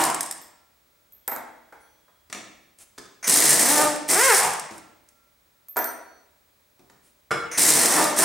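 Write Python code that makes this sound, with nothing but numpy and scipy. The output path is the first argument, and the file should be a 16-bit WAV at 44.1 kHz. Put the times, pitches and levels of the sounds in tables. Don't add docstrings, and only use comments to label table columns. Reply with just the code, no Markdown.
import sys
import numpy as np
from scipy import signal
from scipy.fft import rfft, irfft, next_fast_len
from scipy.io import wavfile
from scipy.ndimage import uniform_filter1d

SR = 44100
rng = np.random.default_rng(int(sys.argv[2]) if len(sys.argv) > 2 else 0)


def log_audio(samples):
    frames = np.atleast_2d(samples).T
    limited = np.clip(frames, -1, 1)
    pcm = np.round(limited * 32767).astype(np.int16)
    wavfile.write(sys.argv[1], SR, pcm)


N = 363384
TIME = np.arange(N) / SR

# f/Hz, level/dB
STEEL_SPECTRUM = [(300, -23.5), (1450, -17), (1810, -1), (2300, -13), (3200, -14), (5200, -4.5),
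                  (6500, -3.5), (8400, 1), (10000, -3), (12500, -7), (16000, -13.5)]
# f/Hz, level/dB, t60/s
SOCKET_MODES = [(5420, -8.5, 0.024), (6490, -1, 0.0067), (7500, -4.5, 0.021), (7940, -1, 0.01),
                (8480, -2, 0.027), (8830, -4, 0.032), (9430, -4.5, 0.023), (10430, -5, 0.024)]
# opening t/s, attack/s, exhaust level/dB, easing t/s, exhaust fade/s,
# motor level/dB, coasting t/s, motor fade/s, vane rate f/Hz above which the rotor runs smoothly
TRIGGER_PULLS = [(-.05, .01, -23.5, 0, .1, -26, 0, .2, 449.4),
                 (3.268, .011, -18.3, 3.769, .16, -24.5, 3.815, 0.16, 291),
                 (4.077, .03, -19.4, 4.39, .125, -24.5, 4.315, .08, 342),
                 (7.573, .012, -18.6, 7.941, .19, -24.3, 7.99, 0.26, 314.2),
                 (8.158, .035, -18.5, 8.24, .15, -26.5, 8.24, .2, 370)]


def amp(db):
    return 10 ** (np.asarray(db) / 20)


def unit_rms(x):
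    return x / np.sqrt(np.mean(x ** 2) + 1e-20)


def value_at(points, hz):
    f, value = np.transpose(points)
    return np.interp(np.log(hz + 1), np.log(f + 1), value)


def coloured(x, spectrum):
    size = next_fast_len(len(x))
    gain = amp(value_at(spectrum, np.fft.rfftfreq(size, 1 / SR)))
    return irfft(rfft(x, size) * gain, size)[:len(x)]


def noise(spectrum, size=N):
    return unit_rms(coloured(rng.standard_normal(size), spectrum))


def drift(hz):
    coarse_time = np.linspace(0, TIME[-1], N // 32)
    lowpass = signal.butter(2, hz, fs=1 / coarse_time[1], output="sos")
    slow = signal.sosfilt(lowpass, rng.standard_normal(len(coarse_time)))
    return np.interp(TIME, coarse_time, unit_rms(slow))


def add(mix, start_s, sound):
    part = mix[max(round(start_s * SR), 0):][:len(sound)]
    part += sound[:len(part)]


def blow(spectrum, t60, rise_s=.00039):
    t = TIME[:16384]
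    return noise(spectrum, len(t)) * amp(-60 * t / t60) * (1 - np.exp(-t / rise_s))


def ring(modes, size=SR, rise_s=.00087):
    t = TIME[:size]
    tones = sum(amp(db - 60 * t / t60) * np.sin(2 * np.pi * (hz * t + rng.random()))
                for hz, db, t60 in modes)
    return tones * (1 - np.exp(-t / rise_s))


def shop_noise(level_db=-66):
    # f/Hz, level/dB
    spectrum = [(12, -41.5), (20, -15), (66, -3.5), (103, -11), (497, -15), (587, -12.5), (656, -17),
                (1140, -17), (1350, -18.5), (2450, -19), (2800, -23.5), (3500, -21), (3970, -19.5),
                (4310, -22), (15000, -24.5)]
    return amp(level_db) * noise(spectrum)


def machine_hum():
    # f/Hz, rms level/dB
    tones = [(597.5, -82), (15735, -70)]
    return sum(amp(db) * np.sqrt(2) * np.sin(2 * np.pi * hz * TIME) for hz, db in tones)


def faint_whistle(edge_s=.2, width_hz=60):
    # start t/s, end t/s, f/Hz, level/dB
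    whistle = (1.05, 2.4, 3327, -78)
    start, end, hz, db = whistle
    swell = np.clip(np.minimum(TIME - start, end - TIME) / edge_s, 0, 1)
    phase = 2 * np.pi * hz * TIME
    return amp(db) * swell * (drift(width_hz) * np.cos(phase) + drift(width_hz) * np.sin(phase))


def wide_treble_hiss(burst_gain, level_db=-13):
    spectrum = [(7000, -50), (8500, -7), (10000, -2), (14000, 0), (16000, -12)]  # f/Hz, level/dB
    return amp(level_db) * burst_gain * noise(spectrum)


def room_response(gap_s=.0037, density=.1):
    # f/Hz, t60/s
    decay_times = [(100, 0.86), (400, 0.78), (1200, 0.72), (3000, 0.84), (8000, 0.54), (15000, 0.23)]
    taps = rng.choice([-1., 1.], SR) * (rng.random(SR) < density) * (TIME[:SR] > gap_s)
    hz, t, bands = signal.stft(taps, SR, nperseg=256)
    decay = amp(-60 * t / value_at(decay_times, hz)[:, None])
    echoes = signal.istft(bands * decay, SR, nperseg=256)[1]
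    return echoes / np.linalg.norm(echoes)


def room(x, moves_per_s=2.6):
    angle = 2 * np.pi * moves_per_s * TIME
    shares = np.cos(angle), np.sin(angle)
    return sum(signal.oaconvolve(x * share, room_response())[:N] for share in shares)


def sleeve():
    # t/s, duration/s, level/dB
    brushes = [(2.773, 0.087, -49), (4.676, 0.16, -54.5), (6.997, 0.14, -62.5)]
    cloth = [(500, -4), (5000, -6), (9500, 4), (15000, -14.5)]  # f/Hz, level/dB
    out = np.zeros(N)
    for start, duration, db in brushes:
        swell = np.hanning(round(duration * SR))
        add(out, start, amp(db) * swell * noise(cloth, len(swell)))
    return out


def handling(knock_t60=.11, clack_t60=.031, thud_t60=.27, seat_t60=.061):
    # t/s, level/dB
    knocks = [(1.279, -28), (1.317, -29), (1.362, -34), (1.724, -43), (2.08, -58.5), (5.76, -30),
              (5.768, -20.5), (5.789, -29), (5.845, -34.5), (6.8989, -58)]
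    # t/s, clack level/dB, thud level/dB
    clacks = [(2.2991, -41, -52.5), (2.3268, -24.5, -61), (2.348, -35, -42.5), (2.979, -37, -52),
              (2.983, -33, -54), (4.709, -38, -42.5), (6.793, -55, -57), (6.8981, -49, -57.5),
              (7.575, -21, -37), (7.636, -17.5, -41), (7.683, -17, -33)]
    # t/s, blow level/dB, ring level/dB
    seatings = [(7.3074, -23, -38), (7.313, -16.5, -32)]
    # f/Hz, level/dB
    bench = [(80, -55), (170, -45), (245, -3.5), (370, -4.5), (750, 4.5), (1300, -0.5), (2100, -6.5),
             (2900, -24.5), (6000, -23), (15000, -28)]
    tool = [(200, -18), (800, -3), (1500, 0.5), (2100, 3), (3000, -6.5), (5500, -2), (8000, -2.5),
            (12000, -13.5), (16000, -28.5)]
    casting = [(25, -54), (55, -27), (90, -9), (300, 2), (900, -6), (1300, 2), (2200, -7), (2900, -16.5),
               (5500, -22), (10000, -24), (16000, -44)]
    thud = [(25, -38.5), (90, -4), (300, 5), (500, -2.5), (1200, -8), (4000, -40.5)]
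    # f/Hz, level/dB, t60/s
    housing_modes = [(318, -14, .6), (472, -7, .33), (890, -5, 0.47), (1250, -3, .2), (1743, -1.5, .2),
                     (2207, 1, 0.16), (2394, -5.5, .2), (2930, -8.5, 0.2), (3385, -6.5, 0.17),
                     (4070, -13, 0.27), (5071, -16, 0.37), (5346, -10.5, .17), (6980, -22, .6),
                     (7540, -17, .25), (8161, -16, .2), (8745, -19, .24), (9938, -11, 0.14),
                     (12400, -21, .18)]
    out = np.zeros(N)
    for start, db in knocks:
        add(out, start, amp(db) * blow(bench, knock_t60))
    for start, clack_db, thud_db in clacks:
        add(out, start, amp(clack_db) * blow(tool, clack_t60) + amp(thud_db) * blow(thud, thud_t60))
    for start, blow_db, ring_db in seatings:
        add(out, start, amp(blow_db) * blow(casting, seat_t60, rise_s=.00096))
        add(out, start, amp(ring_db) * ring(housing_modes))
    return out


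def bolts(tick_t60=.0072, ring_t60=.28):
    # t/s, tick level/dB, high ring level/dB, bending level/dB
    landings = [(.415, -38, -44, -84), (1.123, -48.5, -42, -90), (1.278, -15, -21, -80),
                (1.317, -27, -28, -80), (1.363, -26.5, -33, -74), (1.8, -70, -85, -58.5),
                (5.685, -39.5, -32.5, -74), (5.768, -19, -17, -48), (5.789, -20, -26, -38),
                (5.843, -19, -23, -35.5)]
    # f/Hz, level/dB
    tick = [(300, -23), (1800, -9), (3200, -19), (5200, -8), (7000, -3.5), (9000, 1), (12500, -3),
            (16000, -9)]
    # f/Hz, level/dB
    high_modes = [(13385, -3.5), (13450, -10)]
    # f/Hz, level/dB, t60/s
    bending_modes = [(4410, -15, .9), (5950, -4, 0.62), (5935, -11, 0.5), (8720, -5.5, 0.42),
                     (10100, -5, 0.28), (10560, -9, .5)]
    out = np.zeros(N)
    for start, tick_db, ring_db, bend_db in landings:
        add(out, start, amp(ring_db) * ring([(hz, db, ring_t60) for hz, db in high_modes]))
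        add(out, start, amp(tick_db) * blow(tick, tick_t60, rise_s=.00005))
        add(out, start, amp(bend_db) * ring(bending_modes, rise_s=.0077))
    return out


def casting_ring(level_db=-30.5):
    # f/Hz, level/dB, t60/s
    modes = [(597.5, 2, 1.4), (880, -19.5, 2.3), (1358, -5.5, 2.5), (1600, -11, 0.74), (2136, -10, 1.8)]
    out = np.zeros(N)
    for _, _, air_db, eases, *_ in TRIGGER_PULLS:
        add(out, eases, amp(level_db + air_db) * ring(modes, size=2 * SR))
    return out


def socket_contact(crack_t60=.016, crack_db=-2, modes_db=-4, spread_db=4):
    bias_db = spread_db * rng.standard_normal(len(SOCKET_MODES))
    bias_db -= 10 * np.log10(np.mean(amp(bias_db) ** 2))
    modes = [(hz, db + bias, t60) for (hz, db, t60), bias in zip(SOCKET_MODES, bias_db)]
    crack = blow(STEEL_SPECTRUM, crack_t60)
    return amp(crack_db) * crack + amp(modes_db) * ring(modes, size=len(crack))


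def whirl_envelope():
    # peak t/s, level/dB, swell/s, decay rate/(dB/s)
    spins = [(0, -17, .05, 120), (4.44, -20, .11, 150), (8.0, -22, 0.053, 220)]
    return sum(amp(db - fade * np.maximum(TIME - peak, 0)) * np.clip(1 + (TIME - peak) / swell_s, 0, 1)
               for peak, db, swell_s, fade in spins)


def socket_whirl(level_db=-3, scrape_db=3):
    # f/Hz, level/dB
    spectrum = [(40, -55.5), (150, -14), (300, -23), (560, -17), (700, -3), (780, -1), (880, -1.5),
                (990, -1.5), (1120, -2), (1300, -11), (1800, -11), (3000, -20.5), (8000, -40.5)]
    scrape = unit_rms(noise(spectrum) * amp(scrape_db * drift(hz=72)))
    return amp(level_db) * whirl_envelope() * scrape


def socket_rattle(per_s=55, light_db=-3.5, spread_db=3.5):
    # t/s, level/dB
    clinks = [(0.038, -12), (.052, -16.5), (0.1004, -19), (0.1451, -14.5), (0.2077, -12.5), (0.2302, -21),
              (0.261, -27.5), (0.3111, -18.5), (0.324, -26), (2.787, -42), (3.96, -25.5), (4.1, -13),
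              (4.111, -13), (4.144, -12), (4.39, -15), (4.5344, -22), (4.5958, -22.5), (4.7797, -35),
              (5.088, -44), (7.858, -8.5)]
    touches = rng.random(N) < per_s / SR
    strength = amp(light_db + spread_db * np.clip(rng.standard_normal(N), -2, 2))
    out = signal.oaconvolve(touches * strength * whirl_envelope(), socket_contact())[:N]
    for start, db in clinks:
        add(out, start, amp(db) * socket_contact())
    return out


def valve_leak():
    # start t/s, end t/s, level/dB
    leaks = [(3.228, 3.246, -36.5), (3.242, 3.274, -30), (7.514, 7.588, -34)]
    # f/Hz, level/dB
    spectrum = [(150, -31), (400, -9), (1200, -6), (2200, 1.5), (3000, -15.5), (4600, -15), (6200, 3.5),
                (7600, -17.5), (9200, -1), (10500, -17), (16000, -22)]
    opening = sum(amp(db) * ((TIME > start) & (TIME < end)) for start, end, db in leaks)
    return uniform_filter1d(opening, size=128) * noise(spectrum)


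def trigger(opens, attack_s, eases, fade_s, closing_power=1.6):
    opening = np.clip((TIME - opens) / attack_s, 0, 1)
    closing = np.maximum(TIME - eases, 0) / fade_s
    return opening * amp(-20 * np.minimum(closing ** closing_power, 10))


def running_state(surge_db=3, surge_s=.067, swell_db=5, swell_s=.04, release_hz=14,
                  waver_db=1.2, db_per_octave=3, free_run_db=3.5):
    # t/s, vane rate f/Hz
    speed_curves = [
        [(0, 326.9), (.2, 130.9)],
        [(3.27, 69.98), (3.38, 180.2), (3.5, 134.9), (3.6, 205.3), (3.73, 298), (3.82, 301.1), (3.97, 289.7)],
        [(4.08, 119.8), (4.13, 284.2), (4.2, 460.3), (4.235, 531.4), (4.272, 541.8), (4.33, 404.5),
         (4.44, 221.3), (4.62, 100.3)],
        [(7.57, 69.88), (7.67, 175.2), (7.75, 139.8), (7.82, 255.6), (7.89, 211.2), (7.96, 300), (8.1, 306.2)],
        [(8.17, 291.2), (8.24, 349.8)],
    ]
    vane_hz = np.interp(TIME, *np.concatenate(speed_curves).T)
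    smooth_above, air, drive = np.zeros((3, N))
    for opens, attack_s, air_db, eases, fade_s, motor_db, coasts, coast_s, smooth_hz in TRIGGER_PULLS:
        smooth_above[TIME >= opens] = smooth_hz
        surge = np.exp(-np.maximum(TIME - opens, 0) / surge_s)
        swell = np.exp(-((TIME - coasts) / swell_s) ** 2)
        air += amp(air_db + surge_db * surge) * trigger(opens, attack_s, eases, fade_s)
        drive += amp(motor_db + swell_db * swell) * trigger(opens, attack_s, coasts, coast_s)
    free = .5 + .5 * np.tanh((vane_hz - smooth_above) / (2 * release_hz))
    air *= amp(waver_db * drift(hz=16))
    drive *= amp(db_per_octave * np.log2(vane_hz / 300) + free_run_db * free)
    return vane_hz, free, air, drive


def exhaust(vane_cycles, chop=.29):
    # f/Hz, level/dB
    spectrum = [(880, -33.5), (1500, -15), (1960, -1.5), (2160, -5), (2320, -7), (2990, -12), (4630, -8),
                (5360, -3.5), (7000, -4.5), (7580, -2.5), (8700, -0.5), (10400, -3), (12900, -17),
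                (14100, -4), (15900, -28.5)]
    return unit_rms(noise(spectrum) * (1 + chop * np.cos(2 * np.pi * vane_cycles)))


def vane_motor(vane_hz, rough, wobble=.028, puff_cycles=.26, flutter_db=2.5, free_hz=420):
    orders = [1, 1.75, 2, 2.5, 2.75, 3, 4, 4.5, 5, 6, 7, 8, 9, 10, 12]
    order_levels = [-1, -4.5, 0, -5.5, -10.5, 0.5, 0.5, -10, -5, -1.5, -15.5, -10.5, -10, -9.5, -8.5]
    # f/Hz, level/dB
    whir_spectrum = [(70, -25), (150, -4), (300, -2.5), (525, -2.5), (620, 1.5), (900, -1.5), (1150, -4.5),
                     (1600, -1.5), (2200, -5), (2700, -11), (5000, -23.5)]
    muffler = [(60, -32.5), (110, -18), (165, -5.5), (210, -9), (280, 3), (550, -3), (900, -1),
               (1300, -4.5), (2100, -10.5), (2800, -17.5), (5000, -16.5), (9000, -53.5)]
    loaded = np.clip((free_hz - vane_hz) / 100, 0, 1)
    hz = vane_hz * (1 + wobble * np.sqrt(rough) * loaded * drift(hz=59.28))
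    cycles = np.cumsum(hz) / SR
    whir, power = np.zeros((2, N))
    for order, db in zip(orders, order_levels):
        gain = amp(db + value_at(whir_spectrum, order * hz)) * (loaded if order % 1 else 1)
        flutter = amp(flutter_db * loaded * drift(hz=25))
        whir += gain * flutter * np.cos(2 * np.pi * (order * cycles + rng.random()))
        power += gain ** 2 / 2
    puffs = np.exp(-(cycles % 1) / puff_cycles) * rng.standard_normal(N)
    muffled = unit_rms(coloured(puffs, muffler))
    return np.sqrt(1 - rough) * whir / np.sqrt(power) + np.sqrt(rough) * muffled, cycles


def hammer(per_s=51, unevenness=.3, spread_db=2, t60=.047, chatter_per_s=160, chatter_db=-3):
    count = np.floor(np.cumsum(per_s * np.exp(unevenness * drift(hz=24.74))) / SR)
    strikes = (np.diff(count, prepend=0) > 0) * amp(spread_db * np.clip(rng.standard_normal(N), -2, 2))
    envelope = signal.lfilter([1], [1, -amp(-60 / (t60 * SR))], strikes)
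    contacts = strikes + (rng.random(N) < chatter_per_s / SR)
    chatter = sum(signal.oaconvolve(contacts * rng.uniform(-.58, 1, N), ring([mode], size=4096))[:N]
                  for mode in SOCKET_MODES)
    slaps = unit_rms(envelope * noise(STEEL_SPECTRUM))
    return unit_rms(slaps + amp(chatter_db) * unit_rms(chatter))


def wrench(vane_hz, free, air, drive, hiss_db=-2, motor_db=-3, hammer_db=-1,
           rough_loaded=.74, hammer_loaded=.5, hammer_free=.3):
    hammer_share = hammer_loaded * (1 - free) + hammer_free * free
    whir, vane_cycles = vane_motor(vane_hz, rough=rough_loaded * (1 - free))
    hiss = amp(hiss_db) * np.sqrt(1 - hammer_share) * exhaust(vane_cycles)
    hammering = amp(hammer_db) * np.sqrt(hammer_share) * hammer()
    return air * (hiss + hammering) + amp(motor_db) * drive * whir + socket_whirl() + casting_ring()


def scene(side_db=2, bounce_db=-16, bounce_s=.0025):
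    # f/Hz, side-over-mid level/dB
    room_width = [(30, -8.5), (90, -12.5), (300, -7.5), (900, -6.5), (2500, -11), (7200, -10), (8500, -22),
                  (15000, -18)]
    shop_width = [(30, -5), (100, -13), (300, -3), (900, 2), (3000, -2), (7000, -8.5), (9000, -20)]
    vane_hz, free, air, drive = running_state()
    # signal, level/dB sent to the room
    sources = [(wrench(vane_hz, free, air, drive) + valve_leak(), -5),
               (socket_rattle() + sleeve(), -7), (bolts(), -10), (handling(), -1)]
    direct = sum(x for x, _ in sources)
    sent = sum(amp(send_db) * x for x, send_db in sources)
    mid = direct + room(sent) + machine_hum() + faint_whistle() + shop_noise()
    side = amp(side_db) * coloured(room(sent), room_width) + coloured(shop_noise(), shop_width)
    side += wide_treble_hiss(burst_gain=air)
    add(side, bounce_s, amp(bounce_db) * direct)
    return np.array([mid + side, mid - side])


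def record(dry, ceiling=.89, low_cut_hz=35, high_cut_hz=15950):
    highpass = signal.butter(2, low_cut_hz, "high", fs=SR, output="sos")
    lowpass = signal.firwin(511, high_cut_hz, window=("kaiser", 9), fs=SR)
    rounded = ceiling * np.tanh(signal.sosfilt(highpass, dry) / ceiling)
    return signal.oaconvolve(rounded, lowpass[None], "same")


dry = scene()
out = record(dry)
log_audio(out)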